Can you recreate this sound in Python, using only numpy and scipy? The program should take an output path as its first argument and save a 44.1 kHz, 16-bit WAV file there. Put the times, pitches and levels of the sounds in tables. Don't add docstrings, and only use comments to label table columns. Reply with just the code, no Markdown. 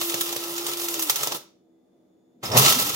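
import sys
import numpy as np
from scipy import signal
from scipy.fft import rfft, irfft
from scipy.io import wavfile
from scipy.ndimage import uniform_filter1d, map_coordinates

SR = 44100
rng = np.random.default_rng(int(sys.argv[2]) if len(sys.argv) > 2 else 0)


def rack_gain(trim_db):
    fader = np.asarray(trim_db, float)
    return 10 ** (fader / 20)


def waveform_to_disk(signal):
    frames = np.transpose(np.atleast_2d(signal))
    scaled = np.clip(frames, -1, 1) * 32767
    samples = np.round(scaled).astype(np.int16)
    wavfile.write(sys.argv[1], SR, samples)


N = 130095
T = np.arange(N) / SR
FIRST_RUN, SECOND_RUN = T < 2, T > 2
STOP_S, START_S, SLOW_UNTIL_S = 1.3623, 2.427, 2.565


def read(table, col):
    table = np.array(table, float)
    return np.interp(T, table[:, 0], table[:, col])


def unit(x):
    return x / np.sqrt(np.mean(x ** 2))


def walk(rate):
    hold = max(int(SR / rate), N // 400 + 1)
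    steps = np.repeat(rng.standard_normal(400), hold)[:N]
    return unit(uniform_filter1d(uniform_filter1d(steps, hold), hold))


def colour(x, points, peaks=()):
    hz = np.arange(4097) * SR / 8192 + 1
    points = np.array(points, float)
    db = np.interp(np.log(hz), np.log(points[:, 0] + 1), points[:, 1])
    for centre, width, gain in peaks:
        db = db + gain / (1 + (2 * (hz - centre) / width) ** 2)
    cepstrum = irfft(db * np.log(10) / 20)
    cepstrum[1:4096] *= 2
    cepstrum[4097:] = 0
    return signal.fftconvolve(x, irfft(np.exp(rfft(cepstrum))))[:N]


def resonate(x, points, peaks):
    impulse = 1. * (T == 0)
    return colour(x, points, peaks) / np.sqrt(np.sum(colour(impulse, points, peaks) ** 2))


def split(x, hz):
    low = signal.sosfiltfilt(signal.butter(3, hz, fs=SR, output="sos"), x)
    return low, x - low


def high_pass(x, hz):
    return signal.sosfilt(signal.butter(1, hz, "high", fs=SR, output="sos"), x)


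def running():
    first = np.clip((STOP_S - T) / .017 + 1, 0, 1)
    second = np.clip((T - START_S) / .003, 0, 1)
    return first + second


# time in seconds, speed in Hz (turns per second), hum level in dB.
SHAFT_RUN = [(0, 340.6, -36), (.94, 343.7, -37.5), (.995, 333, -33), (1.04, 328, -38), (1.062, 303, -44.5),
             (1.085, 300.3, -40), (1.105, 292.1, -66), (1.37, 90, -78), (2.43, 50.04, -64),
             (2.52, 107.9, -31), (2.56, 120.4, -25.5), (2.605, 129.4, -20), (2.66, 134.2, -32.5),
             (2.71, 211.8, -65), (2.77, 250, -30.5), (2.82, 274.2, -52), (2.87, 298, -36), (2.95, 322, -61)]


def shaft_phase():
    return 2 * np.pi * np.cumsum(read(SHAFT_RUN, 1) * (1 + .004 * walk(9.6))) / SR


# multiple of the shaft speed, level relative to the hum in dB.
HUM_HARMONICS = [(2, -24.5), (3, -20), (4, -19.5)]


def hum(phase):
    tone = np.sin(phase)
    for multiple, db in HUM_HARMONICS:
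        tone = tone + rack_gain(db + walk(31)) * np.sin(multiple * phase)
    level_db = read(SHAFT_RUN, 2) + 1.6 * walk(30.1)
    return np.sqrt(2) * tone * rack_gain(level_db) * running()


# time in seconds, level in dB, table shaking in dB, fine dust in dB.
FIRST_LOAD = [
    (0, -31, -8.5, 3),
    (.46, -34, -1.5, 0),
    (.75, -35.5, -3, 1),
    (1.19, -33, -2.5, 3.5),
    (1.3, -31.5, -2.5, -4),
    (1.37, -31, 0, -3),
]
# time in seconds, level in dB, table shaking in dB, fine dust in dB.
SECOND_LOAD = [(2.427, -34.5, 2.5, -7), (2.455, -34, 2, 2.5), (2.5, -36, 2.5, -4.5), (2.53, -34.5, 9, -6),
               (2.564, -25.5, 3.5, -7), (2.573, -14.5, -8.5, -3), (2.672, -15.5, -12.5, -4),
               (2.75, -21.5, -10.5, -4), (2.782, -25, -13, -0.5), (2.81, -23, -10.5, -5),
               (2.856, -29, -11.5, -0.5), (2.95, -27.5, -9.5, 2.5)]


def load(col):
    return np.where(FIRST_RUN, read(FIRST_LOAD, col), read(SECOND_LOAD, col))


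def grit():
    chance, sign, size = rng.random((3, N))
    hits = chance < 5000 / SR
    size_db = -4.5 * np.log(1 - .995 * size)
    return unit(hits * np.sign(sign - .5) * rack_gain(size_db))


# frequency in Hz, level in dB.
CUP_CURVE = [(500, -30.5), (900, -4), (1320, -3.5), (1600, -8), (2800, -1.5), (6900, -2.5), (7700, -6),
             (10500, -3.5), (11500, -5.5), (15000, -2)]
# frequency in Hz, width in Hz, gain in dB.
CUP_MODES = [(1230, 51, 3.5), (1319, 22, 11), (3700, 560, 3), (5400, 130, 1.5), (7235, 440, 0.5),
             (12100, 670, 2.5)]
# frequency in Hz, width in Hz, gain in dB.
SLOW_KNOCK_MODES = [(2070, 1100, 7.5), (3800, 2000, 2)]


def cup(blows, dust):
    low, high = split(resonate(blows, CUP_CURVE, CUP_MODES), 7600)
    slow = low * SECOND_RUN * (T < SLOW_UNTIL_S)
    low = low - slow + colour(slow, [(1, 0), (SR, 0)], SLOW_KNOCK_MODES)
    return low + high * dust


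# frequency in Hz, level in dB.
TABLE_CURVE = [(24, -64), (40, -30.5), (76, -34), (124, -9), (223, -13), (389, -3), (474, -3.5), (927, -6),
               (2000, -17), (2600, -42.5), (4400, -120)]
# frequency in Hz, width in Hz, gain in dB.
TABLE_MODES = [(131, 49, 2), (195, 9, 2.5), (328, 180, 6.5), (416, 11, 5.5), (585, 16, 5)]
# frequency in Hz, level in dB.
RESTART_TABLE_CURVE = [(30, -23), (60, -22.5), (124, -7), (267, -12.5), (430, -9.5), (750, -9), (2000, -23),
                       (3000, -56)]
# frequency in Hz, width in Hz, gain in dB.
RESTART_TABLE_MODES = [(129, 30, 6), (204.7, 23, 8), (250, 39, 3.5), (338, 110, 6.5), (426.4, 21, 7),
                       (506, 19, 5), (1104, 19, 12), (1300, 75, 4.5)]


def table_top(push):
    first = resonate(push * FIRST_RUN, TABLE_CURVE, TABLE_MODES)
    second = resonate(push * SECOND_RUN, RESTART_TABLE_CURVE, RESTART_TABLE_MODES)
    return first + second


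# start in seconds, peak level in dB, thud in dB, ring frequency in Hz.
FIRST_CRACKS = [(0.0127, -14, -14.5, 3800), (0.066, -50, -31.5, 7230), (0.0959, -16.5, -35, 7200),
                (0.12, -21, -13, 3480), (0.141, -12.5, -10, 6300), (0.2088, -13, -23, 3530),
                (0.3257, -17, -14, 6260), (0.3623, -16.5, -12, 3700), (0.4371, -22, -33, 5900),
                (0.4535, -30.5, -20.5, 5790), (0.5625, -24, -27, 6490), (0.579, -16.5, -31, 7100),
                (0.6647, -14.5, -28, 8400), (0.7337, -18, -33.5, 3700), (0.7706, -22.5, -27.5, 6100),
                (0.796, -20.5, -27, 4900), (0.8159, -21, -20.5, 6300), (0.861, -27.5, -27, 6800),
                (0.8838, -15, -26, 6660), (0.9402, -17, -30, 6960), (0.9934, -16, -18.5, 6400),
                (1.0228, -16.5, -35, 6100), (1.0967, -6, -18, 6050), (1.1573, -13.5, -33, 6100),
                (1.232, -13, -14.5, 7050), (1.2711, -12.5, -11, 5950), (1.3201, -15, -4, 5700),
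                (1.3462, -21, -8, 3800)]
# start in seconds, peak level in dB, thud in dB, ring frequency in Hz.
SECOND_CRACKS = [(2.4352, -32, -2.5, 6980), (2.4535, -27.5, -8, 5240), (2.5163, -22, -28, 5330),
                 (2.5711, -10.5, -28, 6430), (2.594, -8, -2.5, 5360), (2.648, -4.5, -29, 6950),
                 (2.6611, -4.5, -14, 6740), (2.6823, -8.5, -42, 6590), (2.723, -6, -31, 6000),
                 (2.7975, -16.5, -41, 5400), (2.8924, -14, -31, 6430)]
ALL_CRACKS = list(FIRST_CRACKS) + list(SECOND_CRACKS)
SNAP_DELAY_S = .0008


def bursts(thud_share, snap_s, scatter_db):
    envelope = np.zeros(N)
    squeezed = (T < START_S) | (T > SLOW_UNTIL_S + .02)
    for start, peak_db, thud_db, _ in ALL_CRACKS:
        snap_at = start + SNAP_DELAY_S
        age = np.abs(T - snap_at)
        after = np.exp(-age / snap_s) + rack_gain(scatter_db) * np.exp(-age / .007)
        lead_db = -17 + 7 * (peak_db < -14.8)
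        before = rack_gain(lead_db) * np.exp(-age / .007) * squeezed
        envelope += rack_gain(peak_db + thud_share * thud_db) * np.where(T >= snap_at, after, before)
    return envelope


def rings():
    out, age = np.zeros(N + 4096), T[:4096]
    for start, peak_db, _, hz in ALL_CRACKS:
        slow = START_S < start < START_S + .12
        half_width_hz = 700 / (7 if slow else 2)
        decay_s = .016 if slow else .007
        edges = [hz - half_width_hz, hz + half_width_hz]
        sos = signal.butter(1, edges, "band", fs=SR, output="sos")
        band = signal.sosfilt(sos, rng.standard_normal(4096))
        at = int((start + SNAP_DELAY_S) * SR)
        out[at:at + 4096] += rack_gain(peak_db - 13 + 10 * slow) * unit(band) * np.exp(-age / decay_s)
    return out[:N]


def spice(phase):
    surge_db = .5 * walk(18) * (T < STOP_S)
    force = rack_gain(load(1) + surge_db + 2.2 * walk(70)) * running()
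    dust = rack_gain(load(3) + 2.2 * walk(34.93))
    snap = rack_gain(2) * bursts(0, .0009, -5) / 2
    thud = rack_gain(4) * bursts(.95, .0018, -15.5) / 2
    push = force * rack_gain(load(2) - 7.5 * FIRST_RUN) + thud
    count, places = 7, []
    for k in range(count):
        turn = 1 + .36 * np.sin(phase + 2 * np.pi * k / count)
        blows = grit() * force * rack_gain(.5 + 2.87 * walk(45)) * turn
        blows = blows + snap * rng.standard_normal(N)
        place = cup(blows, dust) + table_top(grit() * push) + rings()
        places.append(place / np.sqrt(count))
    return places


def room(x):
    age = T[:SR // 2]

    def decay(t60_s):
        tail = unit(rack_gain(-60 * age / t60_s) * (age > .004))
        return rack_gain(-6.5) * tail + rack_gain(-.5) * unit(np.exp(-age / .0033))

    low, high = split(rng.standard_normal((2, len(age))), 7500)
    mid, side = (low * decay(.35) + high * decay(.22)) / np.sqrt(len(age))
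    side = high_pass(side, 696)
    return np.array([signal.fftconvolve(x, mid + sign * side)[:N] for sign in (1, -1)])


def hand():
    press_hz, press_s, rise_s = 182, 2.33, .037
    sos = signal.butter(3, [press_hz * .8, press_hz * 1.5], "band", fs=SR, output="sos")
    creak = unit(signal.sosfilt(sos, rng.standard_normal(N)))
    return creak * rack_gain(-58.5) * np.clip((T - press_s) / rise_s, 0, 1)


# frequency in Hz, level in dB.
FRIDGE_LINES = [(188.4, -71.5), (253.0, -73.5), (328.4, -67), (473.7, -77), (565.2, -92.5), (613.7, -80.5),
                (705.2, -82), (1184, -96), (1244, -94), (2013, -101), (3499, -91), (3618, -97), (6643, -99),
                (6783, -91)]


def fridge():
    drone = 0
    for hz, db in FRIDGE_LINES:
        quieter_db = 6 * (hz > 6000) * (T < 2.05)
        flicker_db = 3 * walk(26) / (1 + (hz > 3000))
        turns = hz * T + rng.random() + .15 * rng.random((2, 1))
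        drone = drone + np.sqrt(2) * rack_gain(db - 1 - quieter_db + flicker_db) * np.sin(2 * np.pi * turns)
    return drone


# frequency in Hz, level in dB.
AIR_CURVE = [(30, -31.5), (90, -17.5), (330, -3.5), (800, -21), (1100, -31.5), (2600, -40.5), (6900, -42.5),
             (7400, -46)]
# frequency in Hz, width in Hz, gain in dB.
AIR_MODES = [(3520, 250, 7), (6940, 320, 4.4)]


def air():
    mid = colour(rng.standard_normal(N), AIR_CURVE, AIR_MODES)
    side = high_pass(colour(rng.standard_normal(N), AIR_CURVE, AIR_MODES), 400)
    both = mid + np.array([[1], [-1]]) * side
    return rack_gain(-65) * both / np.std(mid) * rack_gain(.52 * walk(7.2))


def scene():
    phase = shaft_phase()
    rattle = sum(place + room(place) for place in spice(phase))
    left, right = rack_gain(-3.5) * rattle + hum(phase)
    late_s = .00016
    left = rack_gain(-1) * map_coordinates(left, [(T - late_s) * SR], mode="mirror")
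    return np.array([left, right]) + fridge() + air() + hand()


def band_limit(x):
    return signal.sosfilt(signal.butter(12, 15850, fs=SR, output="sos"), x)


def record(dry):
    x = high_pass(dry, 40)
    x = signal.sosfilt(signal.ellip(10, .2, 70, 15900, fs=SR, output="sos"), x)
    mix = np.clip(x, -1, 1)
    return band_limit(mix)


dry = scene()
out = record(dry)
waveform_to_disk(out)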